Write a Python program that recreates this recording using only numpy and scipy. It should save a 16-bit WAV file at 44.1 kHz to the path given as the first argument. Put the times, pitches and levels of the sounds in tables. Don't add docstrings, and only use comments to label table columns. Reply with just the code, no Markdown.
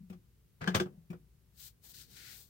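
import sys
import numpy as np
from scipy import signal
from scipy.fft import rfft, irfft, next_fast_len
from scipy.io import wavfile
from scipy.ndimage import map_coordinates

SR = 44100
rng = np.random.default_rng(int(sys.argv[2]) if len(sys.argv) > 2 else 0)


def int16_out(signal):
    q = np.round(np.clip(np.atleast_2d(signal).T, -1, 1) * 32767)
    wavfile.write(sys.argv[1], SR, q.astype(np.int16))


N = 109809
T = np.arange(N) / SR
TOP_HZ = 15850

# (pitch_hz, left_lead_rad)
DOORS_PLACE = ([(100, 1), (260, .85), (500, 0.46), (1100, 0.55), (1700, 0.13), (3300, .15), (15000, 0.066)],
               [(90, 2), (180, 5), (300, -1.5), (700, 2), (1100, 2.5), (1600, 5), (3300, 4.5), (6500, 2),
               (9000, -3), (14000, 8.5)], [(90, 0.8), (180, 0.6), (360, 0.08), (485, 0.57), (640, 2.5),
               (780, 1), (1150, 3), (1380, 3), (1580, -0.9), (1700, -2.5), (2300, -5.2), (3500, 2.46)])
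LAP_PLACE = ([(400, 0.79), (1500, 0.24), (3300, 0.11), (15000, 0.046)], [(400, -6.5), (1400, 14),
             (2400, 13.5), (4400, 9.5), (8100, 1), (15000, 17.5)], [(500, -0.59), (1500, 1.1),
             (3300, -1.3)])
AROUND_PLACE = ([(100, .9), (400, 0.5), (2000, .15), (10000, 0.022)], [(100, 2.5), (700, 3), (8000, 0),
                (15000, 0.5)], [(100, 0.00077)])

# (per Hz, relative)
CABIN_SPECTRUM = [(22, -20.5), (38, -10), (55, 6), (85, -5), (120, 0), (160, -6), (200, -8.5), (250, -19.5),
                  (390, -18), (500, -23.5), (640, -30.5), (1100, -30.5), (3000, -32.5), (8000, -35),
                  (15000, -31.5)]
CABIN_DB = -65

# (per Hz, relative)
SHIFT_SPECTRUM = [(40, -19), (70, -5.5), (140, 5.5), (200, -5), (280, -9), (480, -15), (700, -36)]
SHIFT_ON_S, SHIFT_OFF_S, SHIFT_RISE_S, SHIFT_T60_S, SHIFT_DB = 1.86, 2.28, 0.091, 1, -66

# start_s, end_s, rise_s, fall_s (both to 1/e), scuff_db, rasp_db, hiss_db, sheen_db
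STROKES = [(1.602, 1.682, 0.02, .014, -84, -70, -55.5, -50.5),
           (1.843, 1.874, 0.01, 0.017, -71.5, -72, -61, -54),
           (1.893, 1.92, 0.0095, .012, -77, -80, -60, -53.5),
           (1.944, 2.018, 0.0079, 0.028, -88, -67.5, -54.5, -54.5),
           (2.112, 2.167, 0.025, 0.024, -75, -72.5, -60.5, -60.5),
           (2.169, 2.332, 0.017, 0.035, -75.5, -58.5, -54.5, -58.5),
           (2.313, 2.413, 0.038, 0.043, -76.5, -80, -60, -53.5)]
# (per Hz, relative)
SCUFF_SPECTRUM = [(100, 4.5), (250, 0.5), (470, 5), (580, -7.5), (760, 2.5), (1100, -10.5), (2000, -21.5)]
RASP_SPECTRUM = [(600, -37), (1100, -21.5), (1450, -0.5), (1900, -0.5), (2700, -4.5), (5000, -17.5)]
HISS_SPECTRUM = [(1200, -32), (2000, -27), (3000, -11), (4200, -3.5), (5200, -6), (7000, -8.5), (9000, -12),
                 (12000, -18)]
SHEEN_SPECTRUM = [(3000, -19.5), (8000, -1), (10500, -8.5), (12500, -2.5), (15500, -4)]
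CLOTH_GRAIN_DB, PRESSURE_SWAY_DB = 0.63, .6

# (per Hz, relative)
MOTOR_SPECTRUM = [(50, -5.5), (120, 9), (200, 11), (280, -1.5), (380, 6.5), (700, -2.5), (1000, -6.5),
                  (1700, -11), (2400, -13), (3200, -16.5), (4800, -22.5), (7000, -31.5), (10000, -43.5),
                  (15500, -42.5)]
RATTLE_SPECTRUM = [(600, -19.5), (1100, -0.5), (1600, 3), (2300, -5.5), (3000, -14.5), (5000, -16.5),
                   (8000, -26), (14000, -38.5)]
MOTOR_ON_S, MOTOR_RISE_S, MOTOR_OFF_S, MOTOR_OFF_T60_S = .604, .017, .795, 0.13
MOTOR_DB, MOTOR_RUN_DB = -42.5, -12.5
MOTOR_SETTLE_S = .05
GEAR_HZ, GEAR_DEPTH = 310, 0.12
RATTLE_DB, RATTLE_T60_S = -4.5, 0.023
RATTLE_PER_S, RATTLE_SCATTER_DB = 230, 2.5
ENGAGE_S, ENGAGE_DB = 0.67, -58.5
JOLT_S, JOLT_DB, JOLT_HZ = .616, -37.5, 166

# start_s, clack_db, snap_db, tick_db, ring_db, thud_db, boom_db, boom_pitch_hz, door_skin_db, rise_s
RELAY_CLICKS = [(.097, -59, -64, -62.5, -61.5, -50.5, -40, 188, -51.5, 0.0043),
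                (.12, -61.5, -67.5, -71, -80, -57.5, -67, 187, -54.5, .014),
                (1.099, -57.5, -64.5, -62, -58.5, -51.5, -38, 178.8, -50, 0.0076)]
LATCH_BLOWS = [(.673, -33, -38.5, -56, -32.5, -53.5, -24, 188.5, -37.5, 0.0045),
               (.741, -38.5, -54.5, -69.5, -45, -54, -53, 153, -50.5, 0.0041),
               (.745, -29.5, -28, -42, -29.5, -34, -32, 112.8, -32.5, 0.0049),
               (.756, -30, -41, -38.5, -40, -40.5, -31.5, 162.7, -44, .002),
               (.799, -35, -36, -46.5, -34, -49.5, -31.5, 194, -28.5, 0.00089),
               (0.857, -49, -67, -77, -65.5, -47, -46.5, 164, -74, 0.002),
               (1.128, -51.5, -67, -71, -79, -49.5, -61, 168, -52.5, 0.0034)]
# start_s, level_db, pitch_hz (before the sag)
KNOCKS = [(.001, -46.5, 184.5), (0.026, -46.5, 188.2), (0.938, -51.5, 185.4), (0.973, -48, 172)]
# pitch_hz, level_db (before scatter), t60_s
RELAY_MODES = [(2326, -9, 0.16), (2470, -4.5, 0.16), (2524, 0.5, 0.09), (2770, -12, 0.067),
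               (5650, -14, 0.071), (7220, -10, 0.062)]
LATCH_MODES = [(1070, -7, .1), (1204, -6, .08), (1385, -9, .09), (1442, -9, .09), (1565, -6, .07),
               (1590, -3, .1), (1694, -2.5, .1), (2749, -13, .1), (3068, -10, .09), (3419, -10, .09),
               (3514, -6.5, .08), (4440, -12, .09), (6225, -15, .09), (7962, -15, .06)]
PANEL_MODES = [(362, 0, .175), (485, -12, .12), (549, -23, .2), (635, -13, .1), (723, -22, .09),
               (790, -21, .08), (912, -23, .1)]
# (per Hz, relative)
THUD_SPECTRUM = [(30, -23), (60, -15.5), (80, -1), (125, -7.5), (170, 6.5), (260, -7), (400, -14),
                 (900, -57)]
CLACK_SPECTRUM = [(120, -49), (260, -13), (450, 7.5), (720, 5.5), (930, -2.5), (1200, 5.5), (1650, -3),
                  (2100, -11.5), (3000, -15), (6000, -61.5)]
SNAP_SPECTRUM = [(900, -37), (1900, 1), (2500, -0.5), (3400, 1), (4000, -5), (5200, -2), (7000, -8.5),
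                 (8600, -12.5), (10000, -22), (16000, -42)]
TICK_SPECTRUM = [(4000, -31), (8000, 1), (9300, 3.5), (10800, -5), (12500, 1.5), (15500, 3)]
# (per Hz, relative)
BODY_SPECTRUM = [(150, -16), (260, -0.5), (400, 1.5), (520, 0), (750, -7), (1100, -15), (2500, -30.5),
                 (8000, -43)]
THUD_T60_S, CLACK_T60_S, SNAP_T60_S, TICK_T60_S = 0.29, 0.11, 0.099, 0.11
THUD_RISE_S, PANEL_RISE_S = 0.0046, .013
TAIL_DB, TAIL_T60_S = -31, 0.22
BODY_DB, BODY_RISE_S, BODY_T60_S = -23, 0.01, .5
MODE_SCATTER_DB, MODE_LEAD_SCATTER_RAD = 2.56, 0.9
BOOM_PAN_DB, BOOM_LEAD_RAD = 4, .2
BOOM_RISE_S, BOOM_FALL_S = 0.01, 0.014
REBOUND_S, REBOUND_WIDTH_S, REBOUND_DB = 0.056, .016, -12
BOOM_SAG = .05


def amp(db):
    return 10 ** (np.asarray(db) / 20)


def unit(x):
    return x / np.sqrt(np.mean(x ** 2) + 1e-20)


def along(points, hz):
    point_hz, values = np.transpose(points)
    return np.interp(np.log(hz + 1), np.log(point_hz + 1), values)


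def sides(pan_db, lead):
    left = amp(pan_db / 2) * np.exp(.5j * lead)
    right = amp(-pan_db / 2) * np.exp(-.5j * lead)
    return np.array([left, right])


def wobble(rate):
    knots = rng.standard_normal(int(N * rate / SR) + 4)
    return map_coordinates(knots, [T * rate])


def noise(spectrum, place):
    alike, pan, lead = place
    size = next_fast_len(N, True)
    hz = np.fft.rfftfreq(size, 1 / SR)
    common, apart = rfft(rng.standard_normal((2, size))) * amp(along(spectrum, hz))
    angle = np.arccos(np.clip(along(alike, hz), 0, 1)) / 2
    shared = common * np.cos(angle)
    difference = apart * np.sin(angle)
    pair = np.array([shared + difference, shared - difference])
    placed = pair * sides(along(pan, hz), along(lead, hz))
    return unit(irfft(placed, size)[:, :N])


def since(s):
    return np.maximum(T - s, 0)


def swell(s, rise):
    return np.sin(np.pi / 2 * np.minimum(since(s) / rise, 1)) ** 2


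def fade(s, t60):
    return np.exp(-np.log(1000) * since(s) / t60)


def burst(s, rise, t60):
    tail = amp(TAIL_DB) * fade(s + rise, TAIL_T60_S)
    return swell(s, rise) * np.hypot(fade(s + rise, t60), tail)


def cabin():
    return amp(CABIN_DB) * noise(CABIN_SPECTRUM, AROUND_PLACE)


def arm():
    level = swell(SHIFT_ON_S, SHIFT_RISE_S) * fade(SHIFT_OFF_S, SHIFT_T60_S)
    return amp(SHIFT_DB) * level * noise(SHIFT_SPECTRUM, AROUND_PLACE)


def cloth():
    out = np.zeros((2, N))
    colours = (SCUFF_SPECTRUM, RASP_SPECTRUM, HISS_SPECTRUM, SHEEN_SPECTRUM)
    for start, end, rise, fall, *levels_db in STROKES:
        level = np.exp(-np.maximum(start - T, 0) / rise - since(end) / fall)
        rub = sum(amp(db) * noise(colour, LAP_PLACE) for db, colour in zip(levels_db, colours))
        texture_db = CLOTH_GRAIN_DB * wobble(460) + PRESSURE_SWAY_DB * wobble(45)
        out += level * amp(texture_db) * rub
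    return out


def boom(s, db, hz):
    push = np.exp(-(since(s + BOOM_RISE_S) / BOOM_FALL_S) ** 2 / 2)
    rebound = amp(REBOUND_DB) * np.exp(-((since(s) - REBOUND_S) / REBOUND_WIDTH_S) ** 2 / 2)
    pitch_hz = hz * (1 - BOOM_SAG * (1 - push))
    cycles = np.cumsum(pitch_hz * (T > s)) / SR
    ears = sides(BOOM_PAN_DB, BOOM_LEAD_RAD)[:, None]
    wave = (ears * np.exp(2j * np.pi * cycles)).real
    return amp(db) * swell(s, BOOM_RISE_S) * (push + rebound) * wave


def gear_rattle():
    rate = RATTLE_PER_S * np.exp(.4 * wobble(150))
    turns = np.floor(np.cumsum(rate) / SR)
    contacts = np.diff(turns, prepend=0) * amp(RATTLE_SCATTER_DB * rng.standard_normal(N))
    envelope = signal.fftconvolve(contacts, fade(0, RATTLE_T60_S))[:N]
    return unit(envelope * noise(RATTLE_SPECTRUM, DOORS_PLACE))


def motors():
    effort = amp(MOTOR_RUN_DB) + np.exp(-since(MOTOR_ON_S + MOTOR_RISE_S) / MOTOR_SETTLE_S)
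    level = swell(MOTOR_ON_S, MOTOR_RISE_S) * effort * fade(MOTOR_OFF_S, MOTOR_OFF_T60_S)
    tooth_cycles = np.cumsum(GEAR_HZ * (1 + .05 * wobble(40))) / SR
    teeth = 1 + GEAR_DEPTH * np.sin(2 * np.pi * tooth_cycles)
    running = teeth * noise(MOTOR_SPECTRUM, DOORS_PLACE) + amp(RATTLE_DB) * gear_rattle()
    engage = amp(ENGAGE_DB) * burst(ENGAGE_S, .005, 0.19) * noise(TICK_SPECTRUM, DOORS_PLACE)
    return amp(MOTOR_DB) * level * running + engage + boom(JOLT_S, JOLT_DB, JOLT_HZ)


def ring(modes, s, rise):
    out = np.zeros((2, N))
    live = slice(int(s * SR), int(s * SR) + SR // 2)
    t = since(s)[live]
    _, pan, lead = DOORS_PLACE
    for hz, db, t60 in modes:
        mode_lead = along(lead, hz) + rng.normal(0, MODE_LEAD_SCATTER_RAD)
        ears = sides(along(pan, hz), mode_lead)[:, None]
        decay = np.log(1000) * np.maximum(t - rise, 0) / t60
        wave = np.exp(2j * np.pi * (hz * t + rng.random()) - decay)
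        strength = amp(db + MODE_SCATTER_DB * rng.standard_normal())
        out[:, live] += strength * (ears * wave).real
    return out * swell(s, rise)


def impacts(rows, modes):
    out = np.zeros((2, N))
    for s, clack_db, snap_db, tick_db, ring_db, thud_db, boom_db, boom_hz, panel_db, rise in rows:
        parts = ((clack_db, rise, CLACK_T60_S, CLACK_SPECTRUM),
                 (snap_db, rise, SNAP_T60_S, SNAP_SPECTRUM),
                 (tick_db, rise, TICK_T60_S, TICK_SPECTRUM),
                 (thud_db, THUD_RISE_S, THUD_T60_S, THUD_SPECTRUM))
        for db, part_rise, t60, spectrum in parts:
            out += amp(db) * burst(s, part_rise, t60) * noise(spectrum, DOORS_PLACE)
        out += amp(ring_db) * ring(modes, s, rise)
        out += amp(panel_db) * ring(PANEL_MODES, s, PANEL_RISE_S)
        body_level = swell(s, BODY_RISE_S) * fade(s, BODY_T60_S)
        out += amp(clack_db + BODY_DB) * body_level * noise(BODY_SPECTRUM, DOORS_PLACE)
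        out += boom(s, boom_db, boom_hz)
    return out


def latches():
    relays = impacts(RELAY_CLICKS, RELAY_MODES)
    blows = impacts(LATCH_BLOWS, LATCH_MODES)
    return relays + blows + sum(boom(*knock) for knock in KNOCKS)


def scene():
    return cabin() + arm() + cloth() + motors() + latches()


def record(dry):
    size = next_fast_len(N + SR // 2)
    kept = np.fft.rfftfreq(size, 1 / SR) < TOP_HZ
    return irfft(rfft(dry, size) * kept, size)[:, :N]


dry = scene()
out = record(dry)
int16_out(out)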